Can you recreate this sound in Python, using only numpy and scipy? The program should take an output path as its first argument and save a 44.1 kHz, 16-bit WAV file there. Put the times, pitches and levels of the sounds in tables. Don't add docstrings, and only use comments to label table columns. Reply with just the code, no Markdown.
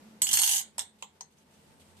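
import sys
import numpy as np
from scipy import signal
from scipy.fft import rfft, irfft
from scipy.io import wavfile

SR = 44100
rng = np.random.default_rng(int(sys.argv[2]) if len(sys.argv) > 2 else 0)


def int16_out(signal):
    q = np.round(np.clip(np.atleast_2d(signal).T, -1, 1) * 32767)
    wavfile.write(sys.argv[1], SR, q.astype(np.int16))


def amplitude_ratio(level_db):
    exponent = np.asarray(level_db, float) / 20
    return 10 ** exponent


N = 88200


def at_hz(points, hz):
    p = np.array(points, float)
    return np.interp(np.log(np.maximum(hz, 1)), np.log(p[:, 0]), p[:, 1])


def curve(rows):
    return np.interp(np.arange(N) / SR, *np.transpose(rows))


def rms_one(x):
    return x / np.sqrt(np.mean(x ** 2) + 1e-20)


def drift(rate):
    knots = rng.standard_normal(200)
    return np.interp(np.arange(N) / SR * rate, np.arange(200), knots)


def colour(x, gain_db):
    return irfft(rfft(x) * amplitude_ratio(gain_db(np.fft.rfftfreq(N, 1 / SR))), N)


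def highpass(x, order, hz):
    return signal.sosfilt(signal.butter(order, hz, "high", fs=SR, output="sos"), x)


def bandpass(x, low_hz, high_hz):
    return signal.sosfilt(signal.butter(2, [low_hz, high_hz], "band", fs=SR, output="sos"), x)


def ring(clicks, hz, t60):
    r = amplitude_ratio(-60 / (t60 * SR))
    w = 2 * np.pi * hz / SR
    return signal.lfilter([0, np.sin(w)], [1, -2 * r * np.cos(w), r * r], clicks + 1e-18)


def strike(s, db, pan_db, modes, chance_db, width_db, free=False):
    contact_s, alike = 0.0021, 0.26
    flutter_db, flutter_per_s = 3.5, 95
    damped_cycles = 28
    out = np.zeros((2, N))
    at = np.minimum((s * SR).astype(int), N - 9)
    luck = rng.standard_normal((len(s), len(modes)))
    beam = rng.standard_normal(len(modes))
    white = rng.standard_normal((3, N))
    fade = np.exp(-1 / (contact_s * SR))
    rattle = np.sqrt(alike) * white[0] + np.sqrt(1 - alike) * white[1:]
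    rattle = rattle * np.sqrt(1 - fade ** 2)
    for k, (hz, level_db, t60) in enumerate(modes):
        clicks = np.zeros((2, N))
        for c, side in enumerate((.5, -.5)):
            lean_db = side * (pan_db + width_db * beam[k])
            np.add.at(clicks[c], at, amplitude_ratio(db + level_db + chance_db * luck[:, k] + lean_db))
        envelope = signal.lfilter([1], [1, -fade], clicks + 1e-18)
        push = (-1) ** k * (0.52 * clicks + 1.056 * envelope * rattle)
        if free:
            out += ring(push, hz, t60) * amplitude_ratio(flutter_db * drift(flutter_per_s))
        else:
            out += ring(push, hz, min(t60, damped_cycles / hz))
    return out


def crack(s, db, pan_db, low_hz, top_hz):
    crack_db, crack_s = -12, 0.004
    clicks = np.zeros((2, N))
    clicks[:, (s * SR).astype(int)] = amplitude_ratio(db + crack_db + np.outer([.5, -.5], pan_db))
    envelope = signal.lfilter([1], [1, -np.exp(-1 / (crack_s * SR))], clicks + 1e-18)
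    return bandpass(envelope * rng.standard_normal((2, N)), low_hz, top_hz)


def click_at(s):
    return 1. * (np.arange(N) == int(s * SR))


def single_modes(rows):
    out = np.zeros((2, N))
    lean_db = 3 * rng.standard_normal(len(rows))
    for (s, hz, db, t60), lean in zip(rows, lean_db):
        out += ring(click_at(s), hz, t60) * amplitude_ratio(db + lean * np.array([[.5], [-.5]]))
    return out


def room_tone():
    # f/Hz, level/dB per Hz
    tone_spectrum = [(15, -36.5), (25, -18.5), (125, -10), (207, -2), (278, -11), (427, -6), (1000, -13),
                     (8320, -24), (15000, -29.5)]
    # f/Hz, width/Hz, level/dB, change/dB per s
    hums = [(85.7, 7.7, -12, 6.5), (153, 20, -13, 3), (211.1, 8.9, -5, -6), (255, 49, -19, 3.5),
            (452.5, 5, -22.5, 4.5), (885, 12, -14.5, 0.8), (8250, 350, -28.5, 14)]
    # f/Hz, likeness/0-1
    likeness = [(60, 0.5), (240, 1), (940, 0.1), (3710, 0), (14700, 0)]
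    # t/s, level/dB
    gain_ride = [
        (0.0, -49.5),
        (0.44, -56),
        (0.58, -54),
        (0.82, -57.5),
        (1.34, -59),
        (1.53, -55.5),
        (1.72, -53.5),
        (2.0, -53),
    ]
    tone_db, patchy_db = -9.5, 1.5
    white = rng.standard_normal((2, N))
    alike = lambda hz: np.clip(at_hz(likeness, hz), 0, .98)
    mid = colour(white[0], lambda hz: 10 * np.log10(1 + alike(hz)))
    side = colour(white[1], lambda hz: 10 * np.log10(1 - alike(hz)))
    pair = np.array([mid + side, mid - side])
    out = rms_one(colour(pair, lambda hz: at_hz(tone_spectrum, hz))) * amplitude_ratio(patchy_db * drift(25))
    t = np.arange(N) / SR
    for hz, width_hz, db, change_db in hums:
        hum = signal.lfilter(*signal.iirpeak(hz, hz / width_hz, SR), pair)
        out += amplitude_ratio(db + change_db * (t - 1) + patchy_db * drift(4.5)) * rms_one(hum)
    return out * amplitude_ratio(curve(gain_ride) + tone_db)


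def steel(s, db):
    # f/Hz, level/dB, t60/s
    steel_modes = [(4350, -13, 0.26), (4670, -13.5, 0.068), (5900, -9.5, 0.04), (6630, -8.5, 0.088),
                   (7060, -16.5, .12), (7237, -10, 0.12), (7915, -6, 0.11), (8140, -8, .12),
                   (8590, -8.5, .06), (8730, -7, .06), (10005, -15, .12), (11320, -9.5, 0.14),
                   (12235, -15.5, .08), (13345, -12.5, .15)]
    rest_s, rest_loss_db_per_s = .6, 400
    rings = strike(s, db - 16.5, 0, steel_modes, chance_db=4, width_db=2.5, free=True)
    return rings * amplitude_ratio(-rest_loss_db_per_s * np.maximum(np.arange(N) / SR - rest_s, 0))


def glass(s, db, pan_db, width_db):
    # f/Hz, level/dB, t60/s
    glass_modes = [(810, -27, .04), (1600, -31, 0.011), (2200, -25, 0.008), (4960, -14.5, 0.018),
                   (5440, -18.5, 0.0085), (6540, -5, 0.036), (7130, -6, 0.0068), (7430, -9, 0.024),
                   (8180, -6, 0.0082), (9520, -7, 0.0034), (11500, -22, 0.018), (12400, -33, 0.002)]
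    return strike(s, db, pan_db, glass_modes, 4, width_db)


def clack(s, db, chance_db, width_db):
    # f/Hz, level/dB, t60/s
    arm_modes = [(2940, -10.5, .012), (3205, -9.5, .012), (3430, -11.5, .01)]
    return strike(s, db, 0, arm_modes, chance_db, width_db)


def tweezer_bounces():
    # t/s, peak level/dB, ring share/dB, clack share/dB
    hits = [(.218, -13.5, 6.5, 1), (0.268, -21, -3.5, 8.5), (0.277, -28, -8.5, -6.5),
            (0.2895, -19.5, -8.5, 6.5), (0.3122, -18.5, -5, 3.5), (.316, -25.5, -9, -3),
            (0.3303, -12, 0.5, -8.5), (0.3384, -10, -3.5, -3.5), (0.353, -17, 1, -2.5),
            (.372, -12.5, -10.5, 5.5), (0.389, -12, -3.5, -1.5), (.3945, -16.5, 1, -6.5),
            (0.4166, -13, -4, -3.5), (.434, -14.5, 2.5, 9), (0.4414, -17, -3, 2), (.456, -20.5, -8, -4),
            (.463, -16, -2, -10), (0.4755, -13.5, -3.5, 1.5), (0.4923, -14.5, -9.5, 3.5),
            (0.5128, -14.5, 1, 0.5), (0.521, -18.5, -3.5, 1), (.534, -15, -3, 0.5), (.544, -21, -5.5, -10),
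            (.56, -18.5, -5, -0.5), (0.566, -18, -0.5, -5.5), (0.58, -22, -7, -1), (0.594, -22.5, -3, -7)]
    s, db, ring_db, clack_db = np.transpose(hits)
    out = steel(s, db + ring_db) + glass(s, db - 3.0, -3.5, 3.8)
    out += crack(s, db + 7.0, 0, 3000, 12500)
    return out + clack(s, db + clack_db, 0.58, 0.44)


def room_tail(x):
    # f/Hz, t60/s
    decay = [(300, 0.17), (1500, 0.3), (5000, 0.21), (14000, 0.11)]
    near_db, near_t60_s, early_s = 7, .07, .002
    t = np.arange(SR // 2) / SR
    edges = np.geomspace(100, 16000, 9)
    white, tail = rng.standard_normal((2, len(t))), 0
    for low, high in zip(edges, edges[1:]):
        t60 = at_hz(decay, np.sqrt(low * high))
        tail = tail + bandpass(white, low, high) * amplitude_ratio(-60 * t / t60)
    tail = tail * (1 + amplitude_ratio(near_db - 60 * t / near_t60_s)) * np.clip(t / early_s, 0, 1)
    return signal.fftconvolve(x, tail / np.sqrt(np.sum(tail ** 2) / 2), axes=1)[:, :N]


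def accents():
    # t/s, f/Hz, level/dB, t60/s
    favoured = [(.219, 8400, -21, 0.026), (.232, 7237, -30, 0.19), (.219, 11320, -31, .3),
                (.3302, 6200, -17, 0.045), (.3302, 8600, -19.5, 0.035), (.3302, 1180, -43.5, 0.14),
                (.3376, 10750, -29.5, .03), (.345, 780, -44, .05), (.356, 13345, -36, .04),
                (.372, 8600, -20.5, .015), (.3871, 6230, -22.5, .04), (.3871, 800, -42, .05),
                (.4168, 1200, -40.5, .08), (.434, 6220, -22.5, .05), (.4407, 8590, -25, 0.037),
                (.447, 11320, -30, 0.12), (.4749, 6230, -26, 0.019), (.4749, 8500, -28, .02),
                (.478, 800, -50, 0.2), (.4927, 8010, -20, .02), (.494, 12235, -29.5, .09),
                (.496, 10005, -30, 0.11), (.534, 6230, -29.5, .06), (.544, 800, -47.5, 0.11),
                (.565, 6480, -31, .04)]
    return single_modes(favoured)


def tweezer_chatter():
    # t/s, level/dB
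    rocking = [
        (.22, -39.5),
        (.3, -44.5),
        (.36, -35.5),
        (.45, -38),
        (.5, -38.5),
        (.58, -35.5),
        (.63, -49.5),
    ]
    chatter_per_s, spread_db, chatter_db, chatter_ring_db = 700, 2.0, 5, -9
    draw = rng.random((400, 2))
    t = rocking[0][0] - np.cumsum(np.log(1 - draw[:, 0])) / chatter_per_s
    size_db = np.interp(t, *np.transpose(rocking), right=-200) + chatter_db
    size_db = size_db - spread_db * np.log(1 - .99 * draw[:, 1])
    out = glass(t, size_db, 0, 1.9) + clack(t, size_db - 8.5, 2.6, 1.1)
    return out + steel(t, size_db + chatter_ring_db)


def thumps():
    # t/s, f/Hz, level/dB, t60/s
    pushes = [(.222, 137, -51.5, 0.19), (.225, 320, -57, 0.071), (.29, 60, -54.5, 0.085),
              (.295, 300, -56, 0.044), (.335, 136, -46, .15), (.395, 60, -57, 0.046),
              (.39, 415, -52, 0.044), (.49, 130, -59.5, .06), (.8, 70.9, -58.5, 0.092)]
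    return single_modes(pushes)


def board_and_tip_taps():
    # t/s, peak level/dB, body (rounds to 0 landing, 1 bouncing, 2 set down, 3 tip)
    contacts = [
        (0.7803, -34, 0.5),
        (.782, -27.5, 0),
        (.7926, -20.5, 1),
        (.8021, -35.5, -0.5),
        (0.8084, -31, 1),
        (.819, -40.5, 0.5),
        (1.0243, -33, 2),
        (1.0425, -50.5, 2.5),
        (1.2084, -40, 3),
    ]
    # f/Hz, width/Hz, level/dB
    landing = [(867, 260, -9), (2027, 460, -12), (3930, 450, -4), (5240, 350, -6), (7650, 400, -4.5),
               (9360, 400, -2.5), (10700, 400, -3.5), (12820, 500, -14)]
    bouncing = [(870, 390, -18), (3620, 250, -13.5), (5170, 220, -10), (6480, 220, -5.5), (7500, 220, -3.5),
                (8100, 200, 1.5), (9000, 270, -4)]
    set_down = [(517, 99, -15.5), (785, 60, -10.5), (1180, 79, -9.5), (2210, 460, -8.5), (2647, 150, -5),
                (3080, 170, -3), (3600, 470, -2.5), (4770, 300, -8), (6820, 250, -3.5), (7670, 200, -7),
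                (7870, 150, 1.5), (9870, 300, -17)]
    tip = [(915, 118, -7), (1780, 164, -14.5), (4230, 250, -3), (4950, 380, 1.5), (6200, 110, 5.5),
           (6760, 250, 0.5), (7900, 200, 1), (8560, 200, -2), (12250, 300, -27)]
    noise_db = [5, 1.5, 0.5, -0.5]
    pan_db = -2
    out = np.zeros((2, N))
    for k, body in enumerate((landing, bouncing, set_down, tip)):
        s, db = np.transpose([row[:2] for row in contacts if round(row[2]) == k])
        modes = [(hz, level_db, np.log(1000) / np.pi / width_hz) for hz, width_hz, level_db in body]
        out += strike(s, db + 4, pan_db, modes, chance_db=2.5, width_db=3.7)
        out += crack(s, db + noise_db[k], pan_db, 1200, 11000)
    return out


def rubs():
    # t/s, length/s, level/dB
    strokes = [(0.985, 0.046, -67), (1.302, 0.045, -72.5), (1.368, 0.071, -70.5), (1.508, 0.12, -70),
               (1.625, 0.075, -70), (1.796, 0.039, -62), (1.83, 0.098, -69.5), (1.966, 0.09, -63.5)]
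    # f/Hz, level/dB per Hz
    rub_spectrum = [(880, -33), (1500, -9), (2500, 4), (2920, 8), (5720, 0.5), (8100, 2.5), (13200, -4),
                    (15000, -9)]
    t, stroke = np.arange(N) / SR, np.zeros(N)
    for s, length, db in strokes:
        stroke += amplitude_ratio(db) * np.clip((t - s) / 0.0019, 0, 1) * np.clip((s + length - t) / 0.009, 0, 1)
    grain = rng.standard_normal((2, N)) * amplitude_ratio(1.3 * drift(71))
    return stroke * rms_one(colour(grain, lambda hz: at_hz(rub_spectrum, hz)))


def tip_pings():
    # t/s, level/dB
    ping_rows = [
        (1.324, -63),
        (1.385, -56.5),
        (1.54, -60.5),
    ]
    out = np.zeros((2, N))
    for s, db in ping_rows:
        out += ring(amplitude_ratio(db) * click_at(s), hz=6240, t60=0.018)
    return out


def microphone_ports(x):
    # f/Hz, left-right level/dB
    tilt = [(500, 3.5), (2000, 0.1), (4000, 0), (6500, 2), (8300, -11), (11000, -2.5), (14000, -4.5)]
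    left_lag_s = .00012
    x = np.array([colour(x[c], lambda hz: side * at_hz(tilt, hz)) for c, side in enumerate((.5, -.5))])
    x[0] = np.roll(x[0], int(left_lag_s * SR))
    return x


def scene():
    background = room_tone()
    bench = highpass(tweezer_bounces() + tweezer_chatter(), 4, 880) + accents()
    bench = bench + highpass(board_and_tip_taps() + tip_pings(), 3, 400)
    bench = bench + amplitude_ratio(-1.5) * room_tail(bench) + rubs()
    return microphone_ports(bench) + thumps() + background


def low_pass(x):
    return signal.sosfilt(signal.butter(12, 15280, fs=SR, output="sos"), x)


def record(dry):
    # from t/s, to t/s, low f/Hz, high f/Hz
    starved = [(.226, .305, 11650, 12500), (.245, .295, 400, 590), (.255, .295, 830, 1020),
               (.235, .305, 3720, 3900), (.34, .42, 3700, 3900), (.43, .61, 310, 660),
               (.44, .475, 170, 310), (.5, .635, 1320, 1530), (.52, .6, 950, 1030), (.545, .64, 10, 125)]
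    ceiling, starved_db, cutoff_hz = .5, -33.5, 14700
    x, t = ceiling * np.tanh(dry / ceiling), np.arange(N) / SR
    for start, end, low_hz, high_hz in starved:
        band = colour(x, lambda hz: -200. * ((hz < low_hz) | (hz > high_hz)))
        lost = np.clip(np.minimum(t - start, end - t) / .008, 0, 1)
        x = x - band * (1 - amplitude_ratio(starved_db)) * lost
    cut = signal.sosfilt(signal.cheby2(10, 60, cutoff_hz * 1.06, fs=SR, output="sos"), x)
    return low_pass(cut)


dry = scene()
out = record(dry)
int16_out(out)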